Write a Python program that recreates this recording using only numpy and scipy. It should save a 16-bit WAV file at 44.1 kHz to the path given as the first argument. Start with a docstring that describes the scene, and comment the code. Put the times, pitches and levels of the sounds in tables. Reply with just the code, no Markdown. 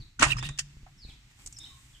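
"""Hubcap pulled off a wheel

Close by, the clips of a plastic hubcap crack free in a quick volley, then scrape and squeak over the
steel rim. The freed disc wobbles and rattles, with a last clack of its wire ring. Soft handling bumps,
rustling gloves and a few ticks of gravel follow. Small birds call in quiet outdoor air."""
import sys
import numpy as np
from scipy import signal
from scipy.fft import rfft, irfft, next_fast_len
from scipy.io import wavfile
from scipy.ndimage import map_coordinates

SR = 44100
rng = np.random.default_rng(int(sys.argv[2]) if len(sys.argv) > 2 else 0)


def dump(signal):
    """Clip the signal to [-1, 1] and save it as 16-bit WAV at the path in sys.argv[1]."""
    limited = np.clip(np.atleast_2d(signal).T, -1, 1)
    pcm = np.round(limited * 32767).astype(np.int16)
    wavfile.write(sys.argv[1], SR, pcm)


N = 88200

# stereo likeness (frequency [Hz], left-right correlation [-])
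COHERENCE = [(100, .99), (450, 0.78), (750, 0.48), (1400, 0.26), (2700, -0.3), (4500, -0.098), (8000, 0.57),
             (13000, 0.73)]
# hubcap balance (frequency [Hz], left-right [dB])
PLASTIC_BALANCE = [(400, 0), (1300, 1), (2700, -10.5), (4500, 10), (7000, -0.5), (9000, -16), (12000, 1)]
# rim squeaks, then one bird note in the last row
# (start [s], length [s], from [Hz], to [Hz], level [dB], left-right [dB])
TONES = [(.1945, 0.0085, 6000, 6050, -32, 10.5), (0.191, 0.0087, 1500, 1393, -29.5, -3),
         (0.3, 0.02, 2600, 2804, -29.5, -14.5), (0.305, 0.0098, 3750, 3984, -29, -2.5),
         (0.3165, 0.011, 2900, 2604, -19, -12), (.329, .009, 2620, 2453, -30, -15.5),
         (.3665, 0.0059, 1316, 1030, -31.5, 0.5), (.368, 0.039, 5140, 5300, -40, -6)]


def amp(db):
    return 10 ** (np.asarray(db) / 20)


def unit_rms(x):
    return x / np.sqrt(np.mean(x ** 2) + 1e-20)


def along(points, hz):
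    """Interpolate (frequency [Hz], value) points on a log axis."""
    f, v = np.transpose(points)
    return np.interp(np.log(hz + 1), np.log(f + 1), v)


def since(start_s):
    """Seconds since the start, zero before."""
    return np.maximum(np.arange(N) / SR - start_s, 0)


def fade(t, t60_s, attack_s):
    """Quick rise, exponential decay."""
    return (1 - np.exp(-t / attack_s)) * amp(-60 * t / t60_s)


def arch(start_s, length_s):
    """Half-sine swell."""
    return np.sin(np.pi * np.clip(since(start_s) / length_s, 0, 1))


def pan(side_db):
    """Stereo gains for a left-right difference."""
    return amp(np.array([[.5], [-.5]]) * side_db)


def wobble(rate_hz):
    """Smooth random curve."""
    knots = rng.standard_normal(int(N * rate_hz / SR) + 4)
    return map_coordinates(knots, [np.arange(N) * rate_hz / SR])


def noise(spectrum, balance=((1000, 0),), tilt_db_oct=0):
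    """Coloured, partly coherent stereo noise, rms 1."""
    hz = np.fft.rfftfreq(N, 1 / SR)
    angle = np.arccos(np.clip(along(COHERENCE, hz), -1, 1)) / 2
    mid, side = rfft(rng.standard_normal((2, N))) * [np.cos(angle), np.sin(angle)]
    colour = amp(along(spectrum, hz) + tilt_db_oct * np.log2(np.clip(hz, 900, 9000)))
    return unit_rms(irfft(np.array([mid + side, mid - side]) * colour * pan(along(balance, hz)), N))


def glide(start_s, length_s, from_hz, to_hz, jitter):
    """Phase of an unsteady tone sliding ever faster."""
    progress = np.clip(since(start_s) / length_s, 0, 1)
    hz = (from_hz + (to_hz - from_hz) * progress ** 1.5) * (1 + jitter * wobble(700))
    return 2 * np.pi * np.cumsum(hz) / SR


def sliding_tones(rows, overtone_db=-24):
    """Short panned glides, with overtones on the lower ones."""
    stereo_rad = np.array([[0], [2]])
    out = np.zeros((2, N))
    for s, length_s, from_hz, to_hz, db, side_db in rows:
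        phase = glide(s, length_s, from_hz, to_hz, jitter=.025) + stereo_rad
        tone = np.sin(phase)
        if from_hz < 4000:
            tone += amp(overtone_db) * (np.sin(2 * phase) + np.sin(3 * phase))
        out += amp(db) * pan(side_db) * np.sqrt(np.abs(arch(s, length_s))) * tone
    return out


def hits(rows, carrier, t60_s, attack_s):
    """Short contacts sharing one noise."""
    return carrier * sum(amp(db) * fade(since(s), t60_s, attack_s) for s, db in rows)


def rubbing(strokes, carrier, rough_db, release_s=.006):
    """Tiny slips crowd together over each stroke, then die away."""
    pressure = sum(amp(db) * np.sqrt(np.abs(arch(s, length_s))) for s, length_s, db in strokes)
    pole = np.exp(-1 / (release_s * SR))
    envelope = signal.lfilter([1 - pole], [1, -pole], pressure)
    return envelope * unit_rms(amp(rough_db * wobble(450))) * carrier


def echo(x, t60_s):
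    """Diffuse, dulled outdoor reflections."""
    t = np.arange(SR) / SR
    tail = signal.lfilter([1], [1, -.4], rng.standard_normal((2, SR))) * fade(t, t60_s, 0.0033)
    return signal.fftconvolve(x, tail / np.linalg.norm(tail[0]), axes=1)[:, :N]


def outdoors():
    """Faint air and high hiss over a rumble that swells with the movement."""
    # spectra (frequency [Hz], level [dB])
    air_spectrum = [(150, -51.5), (250, -9.5), (480, -21), (800, -13.5), (1400, -11), (2100, -5.5),
                    (3900, -10), (7800, -13.5), (10000, -26.5), (14500, -27.5), (15500, -41.5)]
    hiss_spectrum = [(200, -60.5), (4000, -19.5), (6000, -4), (8000, 2.5), (10000, -13), (14500, -15),
                     (15500, -23)]
    rumble_spectrum = [(12, -38), (20, -1), (59, 0.5), (81, -9), (128, -2), (163, -13.5), (192, -16.5),
                       (312, -22), (500, -43), (650, -47.5), (1100, -120)]
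    # envelopes (time [s], level [dB])
    air_level = [(0, -62.5), (.17, -70), (.7, -63.5), (.92, -65), (1.3, -64), (1.45, -63), (1.75, -62),
                 (2, -62.5)]
    hiss_level = [(0, -85.5), (1.3, -82.5), (1.43, -61.5), (1.55, -64.5), (1.8, -64), (2, -69)]
    rumble_level = [(0, -41.5), (.08, -58), (.17, -62), (.22, -34.5), (.5, -43.5), (.57, -54), (.92, -56.5),
                    (1.1, -53.5), (1.3, -60.5), (1.5, -55), (2, -58.5)]
    # (frequency [Hz], left-right [dB])
    air_balance = [(500, -4), (2500, -3.5), (6000, 2.5), (12000, -2)]

    def gain(rows):
        return amp(np.interp(since(0), *np.transpose(rows)))

    air = gain(air_level) * noise(air_spectrum, air_balance)
    hiss = gain(hiss_level) * noise(hiss_spectrum)
    rumble = gain(rumble_level) * noise(rumble_spectrum)
    return air + hiss + rumble


def birds(flutter_db=3):
    """Thin, raspy sliding whistles with an outdoor echo."""
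    # (start [s], length [s], from [Hz], to [Hz], level [dB])
    notes = [(0, .036, 4680, 3350, -51.5), (0.405, 0.021, 3504, 3610, -43.5),
             (0.427, 0.033, 3457, 3940, -39), (0.968, 0.067, 5530, 4500, -57),
             (1.01, 0.055, 4780, 3444, -49), (1.059, 0.049, 2666, 2043, -62.5),
             (1.075, 0.049, 4100, 2295, -55), (1.527, 0.032, 5770, 5740, -55),
             (1.562, 0.0245, 5590, 5090, -45), (1.596, 0.041, 3608, 3735, -46.5),
             (1.633, 0.0231, 3427, 4185, -43), (1.659, 0.0078, 3080, 2850, -48),
             (1.691, 0.077, 1131, 1040, -63.5), (1.93, 0.047, 3500, 2740, -58)]
    song = np.zeros((2, N))
    for s, length_s, from_hz, to_hz, db in notes:
        song += amp(db) * arch(s, length_s) * np.sin(glide(s, length_s, from_hz, to_hz, jitter=.03))
    song *= amp(flutter_db * wobble(250))
    return song + amp(-2) * echo(song, t60_s=0.45)


def bird_whistle():
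    """Thin high bird note opening the call at 0.4 s."""
    return sliding_tones(TONES[-1:])


def knock():
    """One faint hollow contact."""
    # (time [s], level [dB])
    contacts = [(.864, -51.5)]
    # (frequency [Hz], level [dB])
    spectrum = [(400, -42), (750, 5.5), (1000, -6), (1300, -4), (2500, -18), (8000, -41)]
    return hits(contacts, noise(spectrum), t60_s=0.1, attack_s=0.00068)


def gravel():
    """Stones tick underfoot."""
    # (time [s], level [dB])
    ticks = [(1.461, -29.5), (1.472, -33.5), (1.5255, -39.5), (1.586, -34.5)]
    # (frequency [Hz], level [dB])
    spectrum = [(300, -12.5), (1500, -13), (4000, -8), (6500, 7.5), (8500, 5.5), (10500, -11.5),
                (15000, -27.5)]
    return hits(ticks, noise(spectrum), t60_s=0.03, attack_s=0.00127)


def gloves():
    """Gloves and sleeves rub as they move."""
    # (start [s], length [s], level [dB])
    strokes = [(1.04, 0.1233, -62), (1.295, .025, -60.5), (1.37, 0.076, -59.5), (1.58, .14, -59.5)]
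    # (frequency [Hz], level [dB])
    spectrum = [(100, -14), (280, 11.5), (550, -12), (800, 2), (1500, -2), (2500, 3), (4500, -3), (8000, 0),
                (10500, -16), (15000, -18)]
    return rubbing(strokes, noise(spectrum), rough_db=3.5)


def hand_bumps(tau_s=0.0037):
    """Soft handling: each bump is one push and a shallow rebound."""
    # (time [s], level [dB])
    bumps = [(0.366, -48), (.423, -34), (.508, -30.5), (0.771, -37), (0.834, -38), (1.052, -32),
             (1.091, -35.5), (1.46, -40.5)]
    out = np.zeros(N)
    for s, db in bumps:
        u = since(s - tau_s / 2) / tau_s
        out += amp(db) * 3 * u * (1 - u / 2) * np.exp(-u)
    return out


def disc_flex():
    """The whole disc wobbles in its lowest modes."""
    # (time [s], frequency [Hz], level [dB], t60 [s])
    flexes = [(0.197, 54.5, -40, 0.16), (.2, 241.2, -25.5, 0.08), (.262, 337.4, -38, 0.17),
              (.266, 135.3, -26, 0.38), (0.357, 126.7, -27, 0.38), (0.458, 142.1, -32.5, 0.32),
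              (0.611, 142.4, -47.5, 1.25)]
    return sum(amp(db) * fade(since(s), t60_s, 0.0028) * np.sin(2 * np.pi * hz * since(s))
               for s, hz, db, t60_s in flexes)


def wire_clack():
    """The wire ring slaps the disc."""
    # (time [s], level [dB])
    slaps = [(.5765, -44.5), (.587, -25.5), (.5917, -25.5)]
    # (frequency [Hz], level [dB])
    spectrum = [(120, -42), (200, -33), (974, -20), (1910, -1), (2050, -10), (3060, -1), (3880, -12),
                (4830, -1.5), (7340, 0), (12900, -31), (14600, -30.5), (15500, -56)]
    # (frequency [Hz], left-right [dB])
    balance = [(1200, 1.5), (2700, -8), (4500, 9), (8000, -5.5)]
    return hits(slaps, noise(spectrum, balance), t60_s=0.056, attack_s=0.00046)


def rim_scrapes():
    """Clips drag over the rim."""
    # (start [s], length [s], level [dB])
    strokes = [(.196, 0.034, -30.5), (.262, 0.05, -36.5), (.303, 0.025, -31), (.368, 0.029, -42.5),
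               (.426, 0.051, -38)]
    # (frequency [Hz], level [dB])
    spectrum = [(180, -48.5), (300, -7.5), (484, -21), (1670, -12), (1840, 8), (2170, -11), (2600, 5.5),
                (5040, -8.5), (7610, -9), (15500, -32)]
    return rubbing(strokes, noise(spectrum, PLASTIC_BALANCE), rough_db=1.5)


def rim_squeaks():
    """Stick-slip of plastic on steel locks into short, rough tones."""
    return sliding_tones(TONES[:-1])


def disc_ring(t):
    """Disc modes after one snap, random in phase and strength."""
    # (frequency [Hz], level [dB], t60 [s])
    modes = [(235.7, -12.5, 0.084), (339, -10, 0.24), (610, -9, 0.14), (980, -9, 0.15), (1127, -9, 0.16),
             (1322, -7, 0.09), (1592, -17, 0.15), (1890, 3, 0.17), (2720, -8.5, 0.26), (2730, -12, .18),
             (5560, -26, 0.077), (6800, -7, .07)]
    out = np.zeros((2, len(t)))
    for hz, db, t60_s in modes:
        spread_rad = np.arccos(np.clip(along(COHERENCE, hz), -1, 1))
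        stereo_rad = np.array([[.5], [-.5]]) * spread_rad * rng.normal()
        tone = np.sin(2 * np.pi * (hz * t + rng.random()) + stereo_rad)
        gain = amp(db + rng.normal(0, 2.25)) * pan(along(PLASTIC_BALANCE, hz))
        out += gain * fade(t, t60_s, 0.0015) * tone
    return out


def clip_snaps(grain_db=2.5, tail_db=-16, ring_db=-18):
    """Each clip cracks, leaves a dense tail in the wheel's dish and rings the disc."""
    # releases and rattles (time [s], level [dB], tilt [dB/octave], left-right [dB])
    snaps = [(0.1951, -26.5, -1, 5), (0.207, -29.5, -0.5, 10), (0.2138, -29, -4, 17),
             (0.222, -14.5, -7.5, -2.5), (0.2259, -10.5, -1.5, 1), (.229, -14, -4.5, 1),
             (0.2377, -17.5, -1, -7.5), (.2415, -24, -3.5, -5), (0.251, -22.5, -1.5, 1),
             (0.2632, -33, -17, 6), (0.271, -36.5, 2, -1.5), (.285, -37, -1.5, 4.5),
             (0.3676, -43.5, 2.5, 10), (0.385, -39, -2.5, -6.5), (0.39, -42, 1, 13),
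             (0.4267, -30.5, -4, -1), (0.4883, -35, -0.5, 1)]
    # (frequency [Hz], level [dB])
    spectrum = [(90, -38.5), (170, -10), (330, -9), (430, -26), (620, -9), (1100, -0.5), (1550, 1.5),
                (2000, -3), (2700, 0.5), (4200, -9), (7200, -1.5), (9300, -13.5), (10800, -30),
                (14500, -42.5), (15500, -56)]
    out = np.zeros((2, N))
    for s, db, tilt_db_oct, side_db in snaps:
        t = since(s)
        carrier = noise(spectrum, PLASTIC_BALANCE, tilt_db_oct)
        crack = fade(t, t60_s=0.037, attack_s=.00015) * amp(grain_db * wobble(1000))
        tail = amp(tail_db) * fade(t, t60_s=0.24, attack_s=0.0048)
        snap = carrier * (crack + tail)
        ringing = slice(int(s * SR), int(s * SR) + SR // 3)
        snap[:, ringing] += amp(ring_db) * disc_ring(t[ringing])
        out += amp(db) * pan(side_db) * snap
    return out


def scene():
    """Hubcap and small sounds in a faint yard echo, birds and air behind."""
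    direct = rim_scrapes() + gloves() + wire_clack() + gravel() + knock()
    direct += clip_snaps() + rim_squeaks() + bird_whistle()
    yard = amp(-26.5) * echo(direct, t60_s=0.585)
    return direct + yard + disc_flex() + hand_bumps() + birds() + outdoors()


def record(dry):
    """Brick-wall low-pass."""
    cutoff_hz = 15500
    size = next_fast_len(N + SR // 4)
    passband = np.fft.rfftfreq(size, 1 / SR) < cutoff_hz
    return irfft(rfft(dry, size) * passband, size)[:, :N]


dry = scene()
out = record(dry)
dump(out)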